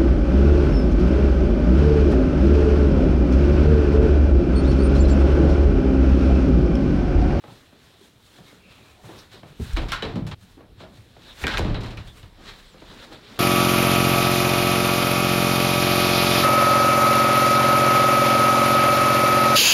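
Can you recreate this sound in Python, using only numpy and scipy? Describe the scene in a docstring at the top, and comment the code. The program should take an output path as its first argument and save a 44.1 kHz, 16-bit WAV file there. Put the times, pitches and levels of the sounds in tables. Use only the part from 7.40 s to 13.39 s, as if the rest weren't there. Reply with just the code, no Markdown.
"""A small wood-panelled house: someone steps through a doorway and handles a wooden door twice.
Each time the wood clacks, the metal latch snaps and rattles, and the leaf bumps its frame and booms
in its low modes. Around the door sounds, soles tap, thud and slide on wooden boards and clothes rub
close by, with a few dry scrapes and one thin squeak. Underneath lie the low rumble of moving about
and the hush of a quiet room."""
import sys
import numpy as np
from scipy import signal
from scipy.io import wavfile

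SR = 44100
rng = np.random.default_rng(int(sys.argv[2]) if len(sys.argv) > 2 else 0)


def store_pcm(level_fs):
    """Save levels as 16-bit WAV."""
    pcm = np.round(np.clip(level_fs, -1, 1) * 32767).astype(np.int16)
    wavfile.write(sys.argv[1], SR, np.atleast_2d(pcm).T)


N = 264159
TIME = np.arange(N) / SR
EDGES = np.geomspace(22, 17000, 25)   # Hz; the filter bank that colours contacts and noise
CENTRES = np.sqrt(EDGES[1:] * EDGES[:-1])
BANK = [signal.butter(2, band, "band", fs=SR, output="sos") for band in zip(EDGES, EDGES[1:])]


# door hits: (time [s], level [dB], body [dB], treble [dB], crack [dB], nominal t60 [s])
DOOR_HITS = [(2.333, -52.5, -10, 28, 5, 0.097), (2.364, -35.5, -9, 3, 5, .17),
             (2.370, -31.5, 0.5, 4, 5, .17), (2.378, -34, 5.5, -4, -3, 0.28), (2.418, -42, 7, 3, 7, 0.54),
             (2.484, -36, -34, 7.5, -6, 0.47), (2.519, -24.5, -18, 10, 3.5, 0.23),
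             (2.532, -34, -10.5, -4, -13, 0.56), (2.623, -28.5, 2, -3, 1.5, 0.21),
             (2.652, -40.5, 8.5, -2, 8, 0.81), (2.756, -42.5, 18.5, 8.5, 4, 0.26),
             (2.866, -41.5, 2.5, 16, -5, 0.29), (2.913, -35, -5, 1, -3, 0.19),
             (4.039, -36, 8.5, -14, 11, 0.48), (4.068, -32.5, -15, 11.5, 11.5, 0.18),
             (4.080, -33, -6.5, 7, 12.5, 0.89), (4.110, -32.5, -3.5, 2, -2, 0.43),
             (4.139, -32, -7, 2, 2, 0.36), (4.172, -28, -24, -10, 11.5, 0.075),
             (4.178, -28.5, -1, 19, -3, 0.1), (4.192, -38.5, 15, 9.5, 14, 0.58),
             (4.247, -39.5, 14, -25, 7.5, 0.56), (4.279, -42.5, 14.5, -5, -5, 0.74),
             (4.344, -35, -6, -16, 6.5, 0.33), (4.407, -41, -10, 10, -1, 0.25),
             (4.433, -38.5, 1.5, 8, -3, 0.34), (4.460, -45, 4.5, 9, 1, 0.59),
             (4.506, -44, -7, 9.5, 6, 0.34), (4.571, -42, -8, 7, -3, 0.43),
             (4.829, -50.5, -1.5, -3, 5.5, 0.3)]
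# the door's woody tone, added to each hit's level: (frequency [Hz], gain [dB])
DOOR_TONE = [(50, 19), (110, 13), (275, 15), (600, 13), (900, 12), (1500, 9.5), (2600, 7), (3900, 8.5),
             (5000, -5), (7000, -15), (10000, -28), (13000, -20), (16000, -38)]
def door(start_s, stop_s):
    """Wood clacks, the latch snaps and the leaf booms: all contacts that begin between two times."""
    def within(rows):
        return [row for row in rows if start_s <= row[0] < stop_s]
    clacks = wood_hits(within(DOOR_HITS), DOOR_TONE,
                       crack_t60=0.0089, crack_gain=1.36, early_db=2, rise_s=0.0017)
    return clacks + latch(within(LATCH_SNAPS)) + thumps(within(LEAF_BUMPS))


# tail of wood and room together: (frequency [Hz], multiple of the nominal t60 [ratio])
WOOD_TAIL = [(100, 1.35), (500, 1.15), (1500, 0.97), (2500, 0.87), (3900, 0.7), (7000, 0.7), (14000, 0.56)]
def wood_hits(rows, tone, crack_t60, crack_gain, early_db, rise_s):
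    """Each contact is a short crack, a few near reflections and a dense ring that dies band by band."""
    out, t = np.zeros(N), TIME[:SR * 3 // 4]
    for s, db, body_db, treble_db, crack_db, t60 in rows:
        white = rng.standard_normal((2, len(t)))
        arrivals = rng.random(len(t)) < 150 / SR   # about 150 reflections a second
        echoes = from_db(early_db) * arrivals * rng.choice([-1, 1], len(t)) * decay(t, t60 / 2)
        crack = crack_gain * from_db(crack_db) * decay(t, crack_t60)
        # heavy contacts are dull, hard ones bright
        tilt = [(330, body_db), (1500, 0), (3500, 0), (8000, treble_db)]
        gains = from_db(db + at_hz(tone, CENTRES) + at_hz(tilt, CENTRES))
        swell = 1 - np.exp(-t / rise_s)   # the ring builds up as reflections gather
        drives = [white[k % 2] * (crack + swell * decay(t, t60 * multiple)) + echoes
                  for k, multiple in enumerate(at_hz(WOOD_TAIL, CENTRES))]
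        bands = [signal.sosfilt(sos, drive + 1e-18) for sos, drive in zip(BANK, drives)]
        add(out, s, gains @ np.array(bands))
    return out


# the latch springs: (time [s], level [dB], favoured pitch [Hz])
LATCH_SNAPS = [(2.521, -37.5, 1330), (2.532, -37.5, 1350), (2.625, -32.5, 3820), (2.370, -32, 3180),
               (4.039, -30, 2200), (4.069, -33, 1850), (4.138, -38.5, 1550), (4.177, -31, 2760),
               (4.345, -38, 3460), (4.573, -46, 2520)]
# metal ring of latch and handle: (frequency [Hz], relative level [dB], t60 [s])
LATCH_MODES = [(1057, 8, 0.19), (1160, -29, 0.12), (1344, 6, 0.192), (1460, 5.5, 0.28), (1600, 3.5, 0.21),
               (1810, -20, 0.39), (1860, -1.5, 0.256), (2077, 2, 0.059), (2370, 6.5, 0.06),
               (2740, -2, 0.058), (3080, -6.5, 0.067), (3900, -2, 0.16), (4000, -3, 0.085)]
def latch(rows, spread_octaves=0.31, rattle=26):
    """The metal parts ring and rattle; each snap favours the modes near one pitch."""
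    out, t = np.zeros(N), TIME[:SR // 2]
    for s, db, centre_hz in rows:
        for hz, mode_db, t60 in LATCH_MODES:
            gain = from_db(db + mode_db) * nearness(hz, centre_hz, spread_octaves)
            # loose parts damp a mode and blur its pitch alike
            add(out, s, gain * rough_tone(t, hz, width_hz=rattle / t60) * decay(t, t60))
    return out


# the leaf bumps and booms: (time [s], level [dB], centre pitch [Hz], t60 [s])
LEAF_BUMPS = [(2.191, -23, 85, 0.56), (2.194, -26.5, 219, 0.19), (2.331, -14, 38.5, 0.48),
              (2.368, -28.5, 300, .4), (2.415, -30.5, 143, 0.89), (2.626, -26.5, 442, 0.32),
              (2.630, -31, 90, 0.56), (2.740, -23.5, 115, 0.32), (2.757, -19, 212, 0.19),
              (2.803, -24.5, 138, 0.68), (2.868, -32, 100, .4), (2.914, -30.5, 110, 0.21),
              (4.014, -23.5, 66, 0.38), (4.135, -22, 58.5, 0.36), (4.190, -18, 81, 0.33),
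              (4.247, -17, 120, 0.69), (4.280, -19, 33, 0.36), (4.430, -33, 110, 0.51),
              (4.572, -31.5, 89.8, 0.49), (4.828, -34.5, 81, 0.22)]
# modes of door leaf, boards and room: (frequency [Hz])
PANEL_MODES = [28, 37, 46, 62, 73, 85, 101, 114, 148, 178, 196, 218, 244, 275, 325, 365, 398, 442, 515, 595,
               640, 700, 830]
def thumps(rows, leaf_hz=114, leaf_width_hz=8, leaf_db=4.5, knee_hz=89.5):
    """A blunt blow wakes the panel modes near its pitch; the leaf's own mode answers most readily."""
    out, t, hz = np.zeros(N), TIME[:SR], np.array(PANEL_MODES)
    leaf_boost = from_db(leaf_db * np.exp(-((hz - leaf_hz) / leaf_width_hz) ** 2))
    for s, db, centre_hz, t60 in rows:
        spread_octaves = 0.58 * min(1, knee_hz / centre_hz)   # low blows wake many modes, high ones few
        weights = nearness(hz, centre_hz, spread_octaves) * from_db(rng.normal(0, 2.6, len(hz)))
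        modes = np.sin(2 * np.pi * (hz[:, None] * t + rng.random((len(hz), 1))))
        attack = 1 - np.exp(-(2 * centre_hz * t) ** 2)   # about half a cycle
        tail = decay(t, t60)
        ring = ((weights * leaf_boost) @ modes) * attack * tail
        amplitude = np.sqrt(2 * np.sum(ring ** 2) / np.sum(tail ** 2))
        add(out, s, from_db(db) * ring / amplitude)
    return out


def flutter_echo(x, feedback=0.52, round_trip_s=0.01):
    """The mids bounce to and fro between door leaf and wall."""
    mids = signal.butter(1, [950, 3600], "band", fs=SR, output="sos")
    out, echo = x.copy(), x
    for bounce in range(1, 8):
        echo = feedback * signal.sosfilt(mids, echo)
        add(out, bounce * round_trip_s, echo)
    return out


# soft footfalls: (time [s], tap level [dB], crack [dB], thud level [dB], board pitch [Hz])
FOOTFALLS = [(0.038, -48, 5, -42.5, 769), (0.080, -47.5, -4, -39, 127), (0.325, -63, 3, -56, 305.6),
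             (0.603, -65.5, 3, -49, 385), (0.984, -55, 7.5, -41.5, 151), (1.125, -68, 8, -50, 169),
             (1.257, -71, -8, -48, 200), (1.385, -62, 3, -53, 306), (1.634, -46, -14, -36.5, 121),
             (1.688, -43.5, -3, -40, 356), (1.745, -55, 8.5, -52, 402), (1.940, -51, -17, -43, 356),
             (2.031, -48, 4.5, -41.5, 153), (2.196, -49, 0, -32.5, 402), (3.170, -54, -12, -42, 317),
             (3.206, -54, 3, -51, 596), (3.403, -47, 2, -61, 150), (3.436, -48, 3, -43, 655),
             (3.580, -78, 0, -40, 106), (3.765, -57, 6, -63, 110), (4.982, -54, -8, -51, 101.7),
             (5.340, -58, 1, -48, 496), (5.419, -53, 10.5, -62, 500), (5.495, -50.5, -6, -49, 170),
             (5.718, -46.5, 4, -49, 610), (5.975, -51, 3, -50, 440)]
# tone of a sole on wood, added to each tap's level: (frequency [Hz], gain [dB])
TAP_TONE = [(60, 19), (150, 22), (350, 21.5), (700, 17), (1400, 8.5), (2500, 1.5), (3900, -4), (6000, -24),
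            (16000, -30)]
def footsteps(ordinary_db=-53.5, body_loss=0.48, treble_db=-2, t60=0.35):
    """The sole taps, brighter the harder it lands, and the weight makes the board thud."""
    taps, thuds = [], []
    for s, tap_db, crack_db, thud_db, hz in FOOTFALLS:
        body_db = body_loss * (ordinary_db - tap_db)
        taps.append((s, tap_db, body_db, treble_db, crack_db, t60))
        thuds.append((s, thud_db, hz, t60 * (100 / hz) ** 0.4))   # higher boards die sooner
    soles = wood_hits(taps, TAP_TONE, crack_t60=0.018, crack_gain=1.84, early_db=16, rise_s=0.0071)
    return soles + thumps(thuds)


# one brush per move of an arm or leg: (peak time [s], rise [s], fall [s], rub [dB], hiss [dB])
CLOTH_STROKES = [(0.13, 0.11, 0.18, -54, -62.5), (0.44, 0.054, 0.17, -55.5, -65.5),
                 (0.65, 0.07, 0.066, -57, -61.5), (0.86, 0.056, 0.087, -60.5, -63.5),
                 (0.98, 0.11, 0.045, -54.5, -62.5), (1.09, 0.075, 0.12, -53, -61.5),
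                 (1.32, 0.056, 0.21, -55, -65.5), (1.52, 0.15, 0.053, -58.5, -64.5),
                 (1.66, .04, 0.099, -52.5, -58), (1.79, 0.075, 0.062, -48.5, -58),
                 (1.931, 0.019, 0.048, -46, -59), (2.09, 0.06, 0.064, -56, -64),
                 (2.22, 0.026, 0.15, -49.5, -53), (2.32, 0.096, 0.12, -45.5, -62),
                 (3.03, 0.025, 0.028, -57, -60), (3.12, 0.089, 0.053, -58.5, -65.5),
                 (3.408, 0.017, 0.037, -46.5, -67), (3.56, 0.057, .16, -57, -65.5),
                 (3.90, 0.09, 0.037, -46.5, -61.5), (4.03, 0.042, 0.022, -37.5, -46.5),
                 (4.68, 0.029, 0.032, -51, -58.5), (4.778, 0.049, 0.066, -50.5, -58.5),
                 (5.091, 0.058, 0.053, -42, -59.5), (5.19, .07, 0.13, -52, -62.5),
                 (5.53, 0.15, 0.16, -48, -64.5), (5.64, 0.086, .035, -47, -60.5),
                 (5.729, .015, 0.031, -44.5, -60), (5.96, 0.18, 0.076, -47, -63.5)]
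# body of the rub: (frequency [Hz], relative level [dB])
RUB_TONE = [(120, -17), (350, -5), (620, -8), (1080, -7.5), (1450, -4.5), (2000, -8), (2670, -9),
            (3680, -5), (4450, -13.5), (6500, -21.5), (9000, -57)]
# fine hiss on top: (frequency [Hz], relative level [dB])
HISS_TONE = [(4000, -6.5), (5500, -3), (8000, -3), (10500, -8), (13000, -10), (16000, -10.5)]
def clothes(rub_trim_db=1.0, hiss_trim_db=1.54, grain_db=1.0):
    """Fabric rubs in strokes; catching threads make it grainy."""
    powers = np.array([stroke(s, rise_s, fall_s) ** 2 for s, rise_s, fall_s, _, _ in CLOTH_STROKES])
    gains = from_db(np.array(CLOTH_STROKES)[:, -2:].T)
    rub_swell, hiss_swell = np.sqrt(gains ** 2 @ powers)
    low_cut = signal.butter(4, 4500, "high", fs=SR, output="sos")
    hiss = from_db(hiss_trim_db) * hiss_swell * signal.sosfilt(low_cut, noise(HISS_TONE, flicker_db=0.5))
    rub = from_db(rub_trim_db) * rub_swell * noise(RUB_TONE, flicker_db=1.63)
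    return (rub + hiss) * from_db(grain_db * drift(260))


# foot slides: (peak time [s], rise [s], fall [s], level [dB])
SOLE_SLIDES = [(1.72, .4, .15, -54), (3.5, 0.2, 0.15, -58.5), (5.12, 0.12, 0.056, -54),
               (5.55, 0.058, 0.21, -50.5), (5.71, 0.051, 0.038, -47), (5.92, 0.077, 0.056, -48)]
# dull scuff of a sole: (frequency [Hz], relative level [dB])
SCUFF_TONE = [(120, -10), (220, 0.5), (380, 1), (700, -5.5), (1000, -8), (1500, -11), (3000, -41)]
def slides(shuffle_db=-64.5):
    """Soles shuffle faintly all the time and now and then slide over the boards."""
    power = sum((from_db(db) * stroke(s, rise_s, fall_s)) ** 2 for s, rise_s, fall_s, db in SOLE_SLIDES)
    return np.sqrt(from_db(shuffle_db) ** 2 + power) * noise(SCUFF_TONE, flicker_db=5.0)


# dry rubs with a rough note: (start [s], length [s], pitch [Hz], width [Hz], level [dB])
DRY_SCRAPES = [(1.031, .13, 2170, 255, -60), (1.13, 0.35, 2520, 750, -58), (1.33, 0.3, 2460, 448, -61),
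               (1.764, 0.064, 4800, 2850, -51), (3.865, 0.086, 3660, 560, -47),
               (4.647, 0.1, 3480, 596, -53), (5.06, 0.045, 1950, 346, -48), (5.067, 0.049, 3950, 600, -47)]
def scrapes():
    """Each rub swells and fades round one unsteady pitch."""
    out = np.zeros(N)
    for s, length_s, hz, width_hz, db in DRY_SCRAPES:
        t = TIME[:int(length_s * SR)]
        add(out, s, from_db(db) * np.hanning(len(t)) * rough_tone(t, hz, width_hz))
    return out


# contour of a thin squeak: (time [s], pitch [Hz], level [dB])
SQUEAK_CONTOUR = [(5.25, 7750, -87), (5.265, 7800, -63), (5.282, 8250, -71), (5.295, 8200, -63),
                  (5.315, 7400, -67), (5.336, 7100, -62), (5.35, 7150, -85)]
def squeak():
    """A faint high whistle that arches and falls."""
    s, hz, db = np.transpose(SQUEAK_CONTOUR)
    pitch = np.interp(TIME, s, hz) * (1 + 0.003 * drift(300))
    envelope = from_db(np.interp(TIME, s, db, left=-200, right=-200))
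    return envelope * np.sin(2 * np.pi * np.cumsum(pitch) / SR)


# low end of moving about: (frequency [Hz], relative level [dB])
RUMBLE_TONE = [(22, -4), (40, -1), (70, 3), (105, -2.5), (170, -6.5), (300, -17.5), (600, -50)]
# the room's standing waves: (frequency [Hz], width [Hz], relative level [dB])
STANDING_WAVES = [(37, 6.5, -4), (74.6, 5.5, -7.5), (105.6, 13, 2.5), (191, 45, -0.5)]
def rumble(level_db=-51.5, boom_db=4, hold_s=(2.53, 4.6), rise_db_per_s=8, fall_db_per_s=6):
    """Moving about stirs the room's standing waves; the rumble grows, holds at the door, then fades."""
    high_cut = signal.butter(2, 500, fs=SR, output="sos")
    stir = signal.sosfilt(high_cut, noise(RUMBLE_TONE, flicker_db=5.5))
    boom = sum(from_db(db + boom_db) * signal.lfilter(*signal.iirpeak(hz, hz / width, fs=SR), stir)
               for hz, width, db in STANDING_WAVES)
    fade_in_db = rise_db_per_s * np.minimum(TIME - hold_s[0], 0)
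    fade_out_db = fall_db_per_s * np.minimum(hold_s[1] - TIME, 0)
    return from_db(level_db + fade_in_db + fade_out_db) * rms_one(stir + boom)


def air_sway(level_db=-46):
    """The air keeps heaving at the bottom of hearing after the door's second round of booms."""
    return from_db(level_db) * stroke(4.2, rise_s=0.1, fall_s=1.2) * rough_tone(TIME, hz=35, width_hz=22)


# the quiet bed: (frequency [Hz], relative level [dB])
ROOM_TONE = [(21, -38), (35, -28), (65, 6), (111, 3.5), (342, -4), (490, -19), (602, -12), (778, -20),
             (1400, -22), (2010, -16.5), (2800, -16), (3620, -14), (5890, -28), (14100, -28), (16000, -36)]
def room_hush(level_db=-59):
    """The room's own nearly steady hush."""
    return from_db(level_db) * noise(ROOM_TONE, flicker_db=0.7)


def noise(tone, flicker_db):
    """Bands of noise, each flickering on its own; rms 1."""
    white = rng.standard_normal((2, N))
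    bands = (signal.sosfilt(sos, white[k % 2]) * from_db(db + flicker_db * drift(25))
             for k, (sos, db) in enumerate(zip(BANK, at_hz(tone, CENTRES))))
    return rms_one(sum(bands))


def rough_tone(t, hz, width_hz):
    """A tone whose strength and phase wander, so that it fills a narrow band; rms about 1."""
    knots = rng.standard_normal((2, 1000))
    a, b = (np.interp(t * width_hz, np.arange(1000), k) for k in knots)
    return 1.3 * (a * np.sin(2 * np.pi * hz * t) + b * np.cos(2 * np.pi * hz * t))


def stroke(s, rise_s, fall_s, shape=0.97):
    """A movement swells to its peak at time s and dies away; shape 1 is pointed, 2 round."""
    away = np.maximum((s - TIME) / rise_s, (TIME - s) / fall_s)
    return np.exp(-np.minimum(away, 10) ** shape)


def drift(per_s):
    """A random wander with spread near 1."""
    knots = rng.standard_normal(N // 100)
    return np.interp(TIME * per_s, np.arange(len(knots)), knots)


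def nearness(hz, centre_hz, spread_octaves):
    """Bell-shaped weight round a pitch."""
    return np.exp(-(np.log2(hz / centre_hz) / spread_octaves) ** 2 / 2)


def decay(t, t60):
    """Exponential fall of 60 dB in t60."""
    return np.exp(-np.log(1000) * t / t60)


def at_hz(points, hz):
    """Read a table on a log-frequency axis."""
    frequencies, values = np.transpose(points)
    return np.interp(np.log(hz), np.log(frequencies), values)


def from_db(db):
    """Decibels to gain."""
    return 10 ** (np.asarray(db) / 20)


def rms_one(x):
    """Scale to unit power."""
    return x / np.sqrt(np.mean(x ** 2) + 1e-20)


def add(out, s, sound):
    """Mix a sound in at time s."""
    at = round(s * SR)
    out[at:at + len(sound)] += sound[:N - at]


def scene():
    """Two bouts at the door, with steps, clothes and the room's own hush."""
    hush_s = 2.946   # the first clatter stops short here
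    facing_s, past_s = 4.06, 4.16   # the leaf swings past the wall
    gate = np.clip((hush_s - TIME) / 0.0013 + 1, 0, 1)
    first = door(0, hush_s) * gate
    second = door(hush_s, facing_s) + flutter_echo(door(facing_s, past_s)) + door(past_s, N / SR)
    bed = room_hush()
    foley = footsteps() + clothes() + slides() + scrapes() + squeak()
    return (first + second + foley + rumble() + air_sway() + bed)[None]


def record(dry, ceiling=0.49, cutoff_hz=15850):
    """The highest peaks are rounded a little and the top is cut steeply."""
    rounded = ceiling * np.tanh(dry / ceiling)
    return signal.sosfilt(signal.ellip(12, 0.1, 90, cutoff_hz, fs=SR, output="sos"), rounded)


dry = scene()
out = record(dry)
store_pcm(out)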